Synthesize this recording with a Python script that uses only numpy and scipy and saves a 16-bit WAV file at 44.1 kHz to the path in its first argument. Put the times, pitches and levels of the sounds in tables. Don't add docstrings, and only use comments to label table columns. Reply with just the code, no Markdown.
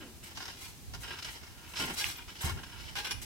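import sys
import numpy as np
from scipy import signal
from scipy.fft import rfft, irfft
from scipy.io import wavfile

SR = 44100
rng = np.random.default_rng(int(sys.argv[2]) if len(sys.argv) > 2 else 0)


def unload_wav(signal):
    wavfile.write(
        sys.argv[1],
        SR,
        np.round(np.clip(np.atleast_2d(signal).T, -1, 1) * 32767).astype(np.int16),
    )


N = 143325
T = np.arange(N) / SR
HZ = np.fft.rfftfreq(8192, 1 / SR)


def amp(db):
    return 10 ** (np.asarray(db) / 20)


def unit(x):
    return x / np.sqrt(np.mean(x ** 2) + 1e-20)


def spectrum(points):
    hz, db = np.transpose(points)
    return amp(np.interp(np.log(HZ + 1), np.log(hz), db))


def resonant(tone, modes, ring_db):
    ring = sum(amp(db + ring_db) ** 2 / (1 + (2 * (HZ - hz) / width) ** 2) for hz, width, db in modes)
    return unit(np.sqrt(spectrum(tone) ** 2 + ring))


def colour(x, gain):
    log_gain = np.log(np.maximum(np.r_[gain, gain[-2:0:-1]], 1e-5))
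    taps = np.fft.ifft(np.exp(np.conj(signal.hilbert(log_gain)))).real[:len(gain)]
    return signal.fftconvolve(x, taps[None], axes=1)[:, :N]


def widen(x):
    # frequency_hz, side_over_middle_db
    width = [(40, -17), (120, -22), (300, -9.5), (700, -7.5), (1200, -3.5), (2200, -0.5), (6000, -1),
             (14000, 0.5)]
    ratio = spectrum(width)
    middle = colour(x[:1], 1 / np.hypot(1, ratio))
    side = colour(x[1:], ratio / np.hypot(1, ratio))
    return np.vstack([middle + side, middle - side])


def wander(rate_hz):
    smoothing = np.exp(-(np.fft.rfftfreq(N, 1 / SR) / rate_hz) ** 2)
    return unit(irfft(rfft(rng.standard_normal(N)) * smoothing, N))


def grains(per_s, spread_db):
    size = amp(spread_db * np.minimum(rng.exponential(1, (2, N)), 4))
    return unit(size * rng.choice([-1., 1.], (2, N)) * (rng.random((2, N)) < per_s / SR))


def swell(start, rise, hold, fade, db):
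    return np.clip((T - start) / rise, 0, 1) * amp(db - 20 * np.maximum(T - start - rise - hold, 0) / fade)


def together(rows):
    return np.sqrt(sum(swell(*row) ** 2 for row in rows))


def sine(hz):
    return np.sqrt(2) * np.sin(2 * np.pi * np.cumsum(hz) / SR)


def pulse(start, length, hz):
    return np.sin(np.pi * np.clip((T - start) / length, 0, 1)) * np.sin(2 * np.pi * hz * (T - start))


def scatter(x, decay_s):
    t = T[:SR // 3]
    echoes = rng.standard_normal((2, len(t))) * (rng.random((2, len(t))) < 2000 / SR)
    echoes *= amp(-60 * t / decay_s)
    return signal.oaconvolve(x, echoes / np.linalg.norm(echoes, axis=1, keepdims=True), axes=1)[:, :N]


def coils(x, count=4, cycle_s=0.525, ring_db=-2.5):
    shares = [np.maximum(np.cos(2 * np.pi * (T / cycle_s + k / count)), 0) for k in range(count)]
    ring = sum(scatter(x * share, decay_s=0.044) for share in shares)
    return (x + amp(ring_db) * ring) / np.hypot(1, amp(ring_db))


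def hook_clicks(slips, is_treble, boost_db=13.5):
    clicks = np.zeros(N)
    for start, db, treble_db in slips:
        clicks[round(start * SR)] = amp(db + is_treble * treble_db + boost_db)
    return np.array([clicks, np.roll(clicks, SR // 2000)])


def springs(creaks, slips, gain, treble_hz=3510):
    stages = [(0.022, 0), (.065, -13)]
    rattles = [(start, 0.0006, .004, fade, db + offset_db, treble_db)
               for start, db, treble_db in slips for fade, offset_db in stages]
    judder = unit(amp(2 * wander(rate_hz=70)))
    highs = 1 / (1 + (treble_hz / (HZ + 1)) ** 8)
    friction = 0
    for band, is_treble in (1 - highs, False), (highs, True):
        creak = together([(*shape, db + is_treble * treble_db) for *shape, db, treble_db in creaks])
        rattle = together([(*shape, db + is_treble * treble_db) for *shape, db, treble_db in rattles])
        grinding = grains(per_s=4500, spread_db=2.5) * np.hypot(creak * judder, rattle)
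        friction += colour(grinding + hook_clicks(slips, is_treble), np.sqrt(band))
    return widen(coils(colour(friction, gain)))


def stretching_springs():
    # start_s, rise_s, hold_s, fade_s, level_db, treble_db
    creaks = [(0.0, 0.0094, 0.013, 0.086, -46.5, -7), (.225, 0.0047, 0.079, 0.063, -51, -1),
              (.346, 0.0058, 0.17, 0.061, -52.5, 8.5), (1.01, 0.017, 0.14, 0.12, -46.5, 0),
              (1.24, 0.013, 0.042, 0.046, -43.5, -1.5), (1.32, 0.016, 0.028, 0.07, -48, 3),
              (1.41, 0.0039, 0.032, 0.42, -53, 0.5), (1.555, 0.017, 0.22, .1, -56, -6),
              (1.748, 0.021, 0.023, 0.075, -40.5, 7), (1.787, 0.011, 0.049, 0.12, -37.5, -0.5),
              (1.865, .01, 0.035, 0.049, -39, -9), (2.272, 0.019, 0.02, 0.048, -47, 1.5),
              (2.345, 0.015, 0.054, .06, -51, 5.5), (2.4, 0.041, 0.035, 0.076, -36, -2.5),
              (2.565, 0.012, 0.022, 0.042, -47, -3), (2.66, 0.0059, 0.1, .1, -53, -1),
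              (2.77, 0.029, 0.074, 0.2, -49, 2.5)]
    # start_s, level_db, treble_db
    slips = [(.372, -39, 3), (0.404, -41, 0), (.424, -41, 2.5), (0.454, -40, 2.5), (.48, -40, 2),
             (0.499, -45.5, 0), (0.936, -43.5, 6), (.947, -44, 4), (1.033, -45, 6), (1.079, -46.5, 3),
             (1.106, -40.5, -9), (1.135, -46, -1), (1.187, -45, 6), (1.224, -45, 8), (1.246, -43, 9),
             (1.286, -43, -3), (1.736, -44.5, -3), (1.8, -34, -9), (1.81, -35, 1), (1.837, -36.5, -6),
             (1.899, -35.5, -12), (2.189, -48, -9), (2.354, -47, -11), (2.408, -40.5, -5),
             (2.495, -33.5, -3.5), (2.633, -42, 1), (2.884, -45, -12)]
    # frequency_hz, level_db
    tone = [(100, -38), (350, -1), (600, -14), (720, -7.5), (1000, -2), (1230, -5.5), (1550, 2),
            (1950, 0.5), (3100, -2), (5400, -3.5), (7000, -14.5), (11000, -17), (16000, -29)]
    # pitch_hz, width_hz, level_db
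    modes = [(938, 145, -1), (1010, 70, -11.5), (1403, 97, 1), (1643, 88, -2.5), (2180, 190, -3),
             (2966, 320, -0.5), (4870, 34, -9.5), (5300, 340, -8)]
    return springs(creaks, slips, resonant(tone, modes, ring_db=6.5))


def mat_thumps():
    # start_s, rise_s, hold_s, fade_s, level_db
    thumps = [(0.0, 0.0038, .05, 0.22, -56), (.9, 0.021, 0.038, 0.17, -59.5),
              (1.08, 0.015, 0.02, 0.056, -57), (1.794, 0.0051, 0.043, 0.07, -40.5),
              (1.86, 0.016, 0.051, 0.066, -47), (2.44, 0.0033, 0.015, 0.06, -41),
              (2.52, 0.022, 0.064, 0.083, -50.5), (2.96, 0.062, 0.21, 0.088, -59.5)]
    # frequency_hz, level_db
    tone = [(30, -6.5), (70, -2), (130, -2), (270, -5.5), (420, -8), (550, -18), (900, -10.5), (2500, -69)]
    modes = [(245, 34, 0), (379, 16, 0)]  # pitch_hz, width_hz, level_db
    push = rng.standard_normal((2, N)) * together(thumps)
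    return widen(colour(push, resonant(tone, modes, ring_db=-1)))


def mat_slackening(octaves_per_s=5, waver_hz=14.7):
    # start_s, rise_s, hold_s, fade_s
    shape = (0.0, .012, .06, .09)
    modes = [(345, -56), (630, -61)]  # first_pitch_hz, level_db
    sag = 2 ** (-octaves_per_s * np.maximum(T - shape[0], 0))
    waver = waver_hz * wander(rate_hz=57.4)
    return sum(swell(*shape, db) * sine(hz * sag + waver) for hz, db in modes)


def breeze(level_db=-54.5, gust_db=-3):
    # start_s, rise_s, hold_s, fade_s, level_db, lean_left_db
    puffs = [(0.872, 0.015, 0.088, 0.16, -44.5, 0.5), (2.052, 0.0098, 0.017, .05, -44, 0.5),
             (2.441, 0.01, 0.12, 0.046, -39.5, 3), (2.71, 0.065, 0.15, 0.17, -53, -7),
             (3.124, 0.01, .09, .1, -55, -13)]
    # frequency_hz, level_db
    tone = [(20, -26.5), (50, 1), (80, 1.5), (130, -6), (220, -16.5), (450, -40), (2000, -92)]
    puff_level = [together([(*shape, db + side * lean) for *shape, db, lean in puffs]) for side in (1, -1)]
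    level = np.hypot(amp(level_db + gust_db * wander(rate_hz=27)), puff_level)
    return level * colour(rng.standard_normal((2, N)), unit(spectrum(tone)))


def yard_hush(level_db=-53.5, drift_db=.5):
    # frequency_hz, level_db
    tone = [(12, -45), (20, -13), (74, -5.5), (240, -6.5), (345, -7), (496, -15.5), (843, -15), (1280, -19),
            (2720, -17), (5950, -17), (15800, -22.5)]
    level = amp(level_db + drift_db * wander(rate_hz=2))
    return level * widen(colour(rng.standard_normal((2, N)), unit(spectrum(tone))))


def mat_brushing():
    # start_s, rise_s, hold_s, fade_s, level_db
    rubs = [(.23, 0.014, 0.012, 0.065, -44.5), (.575, 0.026, 0.066, 0.086, -48.5),
            (1.0, 0.0075, 0.016, 0.042, -48), (1.24, 0.017, 0.1, 0.045, -52),
            (1.67, 0.032, 0.035, 0.082, -53), (1.785, 0.01, 0.054, 0.11, -42),
            (1.88, 0.042, 0.042, .05, -47), (1.955, 0.026, 0.13, 0.047, -43),
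            (2.395, 0.032, 0.047, 0.076, -41.5), (3.215, 0.0019, 0.0077, 0.045, -42.5)]
    # frequency_hz, level_db
    tone = [(200, -22), (900, -6), (2200, 0), (5200, -1), (7100, -2.5), (9500, 2), (12000, 1.5),
            (16000, -4.5)]
    # pitch_hz, width_hz, level_db
    modes = [(2140, 100, 1), (3970, 57, 0.78), (6290, 150, -0.23), (7970, 420, -1.4)]
    catching = unit(amp(2.5 * wander(rate_hz=44.6)))
    friction = grains(per_s=9000, spread_db=-0.5) * together(rubs) * catching
    return widen(colour(friction, resonant(tone, modes, ring_db=9.5)))


def recoiling_springs():
    # start_s, rise_s, hold_s, fade_s, level_db, treble_db
    creaks = [(.56, 0.013, 0.11, 0.068, -51.5, 1.5), (1.953, 0.035, 0.012, 0.096, -37.5, 6.5),
              (2.005, 0.012, 0.046, 0.16, -38.5, 0.5), (2.17, 0.011, 0.03, 0.13, -50.5, -19),
              (2.952, 0.0092, 0.017, 0.1, -37, 0.5), (3.05, 0.017, .03, 0.12, -43, -4),
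              (3.214, 0.0026, .025, 0.11, -50, 4.5)]
    # start_s, level_db, treble_db
    slips = [(2.05, -39, 0.5), (2.9543, -35.5, -1.5), (2.984, -35, 1), (3.046, -31.5, -0.5),
             (3.068, -38, 2.5), (3.109, -31, 3)]
    # frequency_hz, level_db
    tone = [(100, -60), (350, 1.5), (600, -11), (850, 3), (1200, -3), (1600, 0.5), (1950, 2), (3100, 3.5),
            (5600, -1.5), (7000, -8), (11000, -10), (16000, -16)]
    # pitch_hz, width_hz, level_db
    modes = [(828, 10.6, 0), (1430, 94, -1.5), (1560, 53, -0.5), (2430, 45, 3.5), (2920, 90, 3),
             (3373, 31, 4), (4160, 63, -2), (5230, 16, 6.5), (5460, 93, -2), (5710, 8.6, -1),
             (9700, 30, -28)]
    return springs(creaks, slips, resonant(tone, modes, ring_db=6))


def coil_pings(waver_hz=14.7):
    # start_s, rise_s, hold_s, fade_s, level_db, pitch_hz
    pings = [(1.796, .006, 0.037, 0.045, -45, 1408), (1.8, 0.0055, .04, .07, -49.5, 1058),
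             (1.977, 0.012, 0.013, 0.063, -43.5, 4640), (2.006, 0.0067, 0.011, 0.026, -42.5, 1642),
             (2.01, .01, .015, 0.12, -54.5, 830), (2.164, 0.0024, .012, 0.03, -54, 13950),
             (2.492, .004, .006, 0.014, -43, 1080), (2.96, 0.014, 0.01, 0.1, -45.5, 1615),
             (2.962, 0.013, .012, 0.14, -49, 819), (3.05, 0.0051, 0.035, 0.042, -50.5, 1512),
             (3.112, .002, 0.0092, 0.049, -49, 5380), (3.113, .002, .008, 0.061, -50, 10300)]
    waver = waver_hz * wander(rate_hz=57.4)
    return sum(swell(*shape) * sine(hz + waver) for *shape, hz in pings)


def snap(left_db=-21.5, right_db=-12.5):
    return amp([[left_db], [right_db]]) * pulse(start=2.0427, length=0.0013, hz=2660)


def deep_thuds():
    # start_s, length_s, pitch_hz, left_db, right_db
    thuds = [(2.44, 0.016, 99, -27.5, -24.5), (2.513, 0.043, 80, -28, -40)]
    return sum(amp([[left], [right]]) * pulse(start, length, hz) for start, length, hz, left, right in thuds)


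def scene():
    rubbing = stretching_springs() + recoiling_springs() + mat_brushing()
    echo = amp(-10.5) * scatter(rubbing, decay_s=0.36)
    return (rubbing + echo + coil_pings() + mat_thumps() + deep_thuds() + snap()
            + breeze() + yard_hush() + mat_slackening())


def record(dry, tilt_db=0.47, cutoff_hz=16000):
    tilt = amp(tilt_db * np.clip(HZ / 4000 - 1, -1, 1))
    stereo = np.vstack([colour(dry[:1], tilt), colour(dry[1:], 1 / tilt)])
    lowpass = signal.firwin(511, cutoff_hz, window=("kaiser", 9), fs=SR)
    return signal.oaconvolve(stereo, lowpass[None], "same")


dry = scene()
out = record(dry)
unload_wav(out)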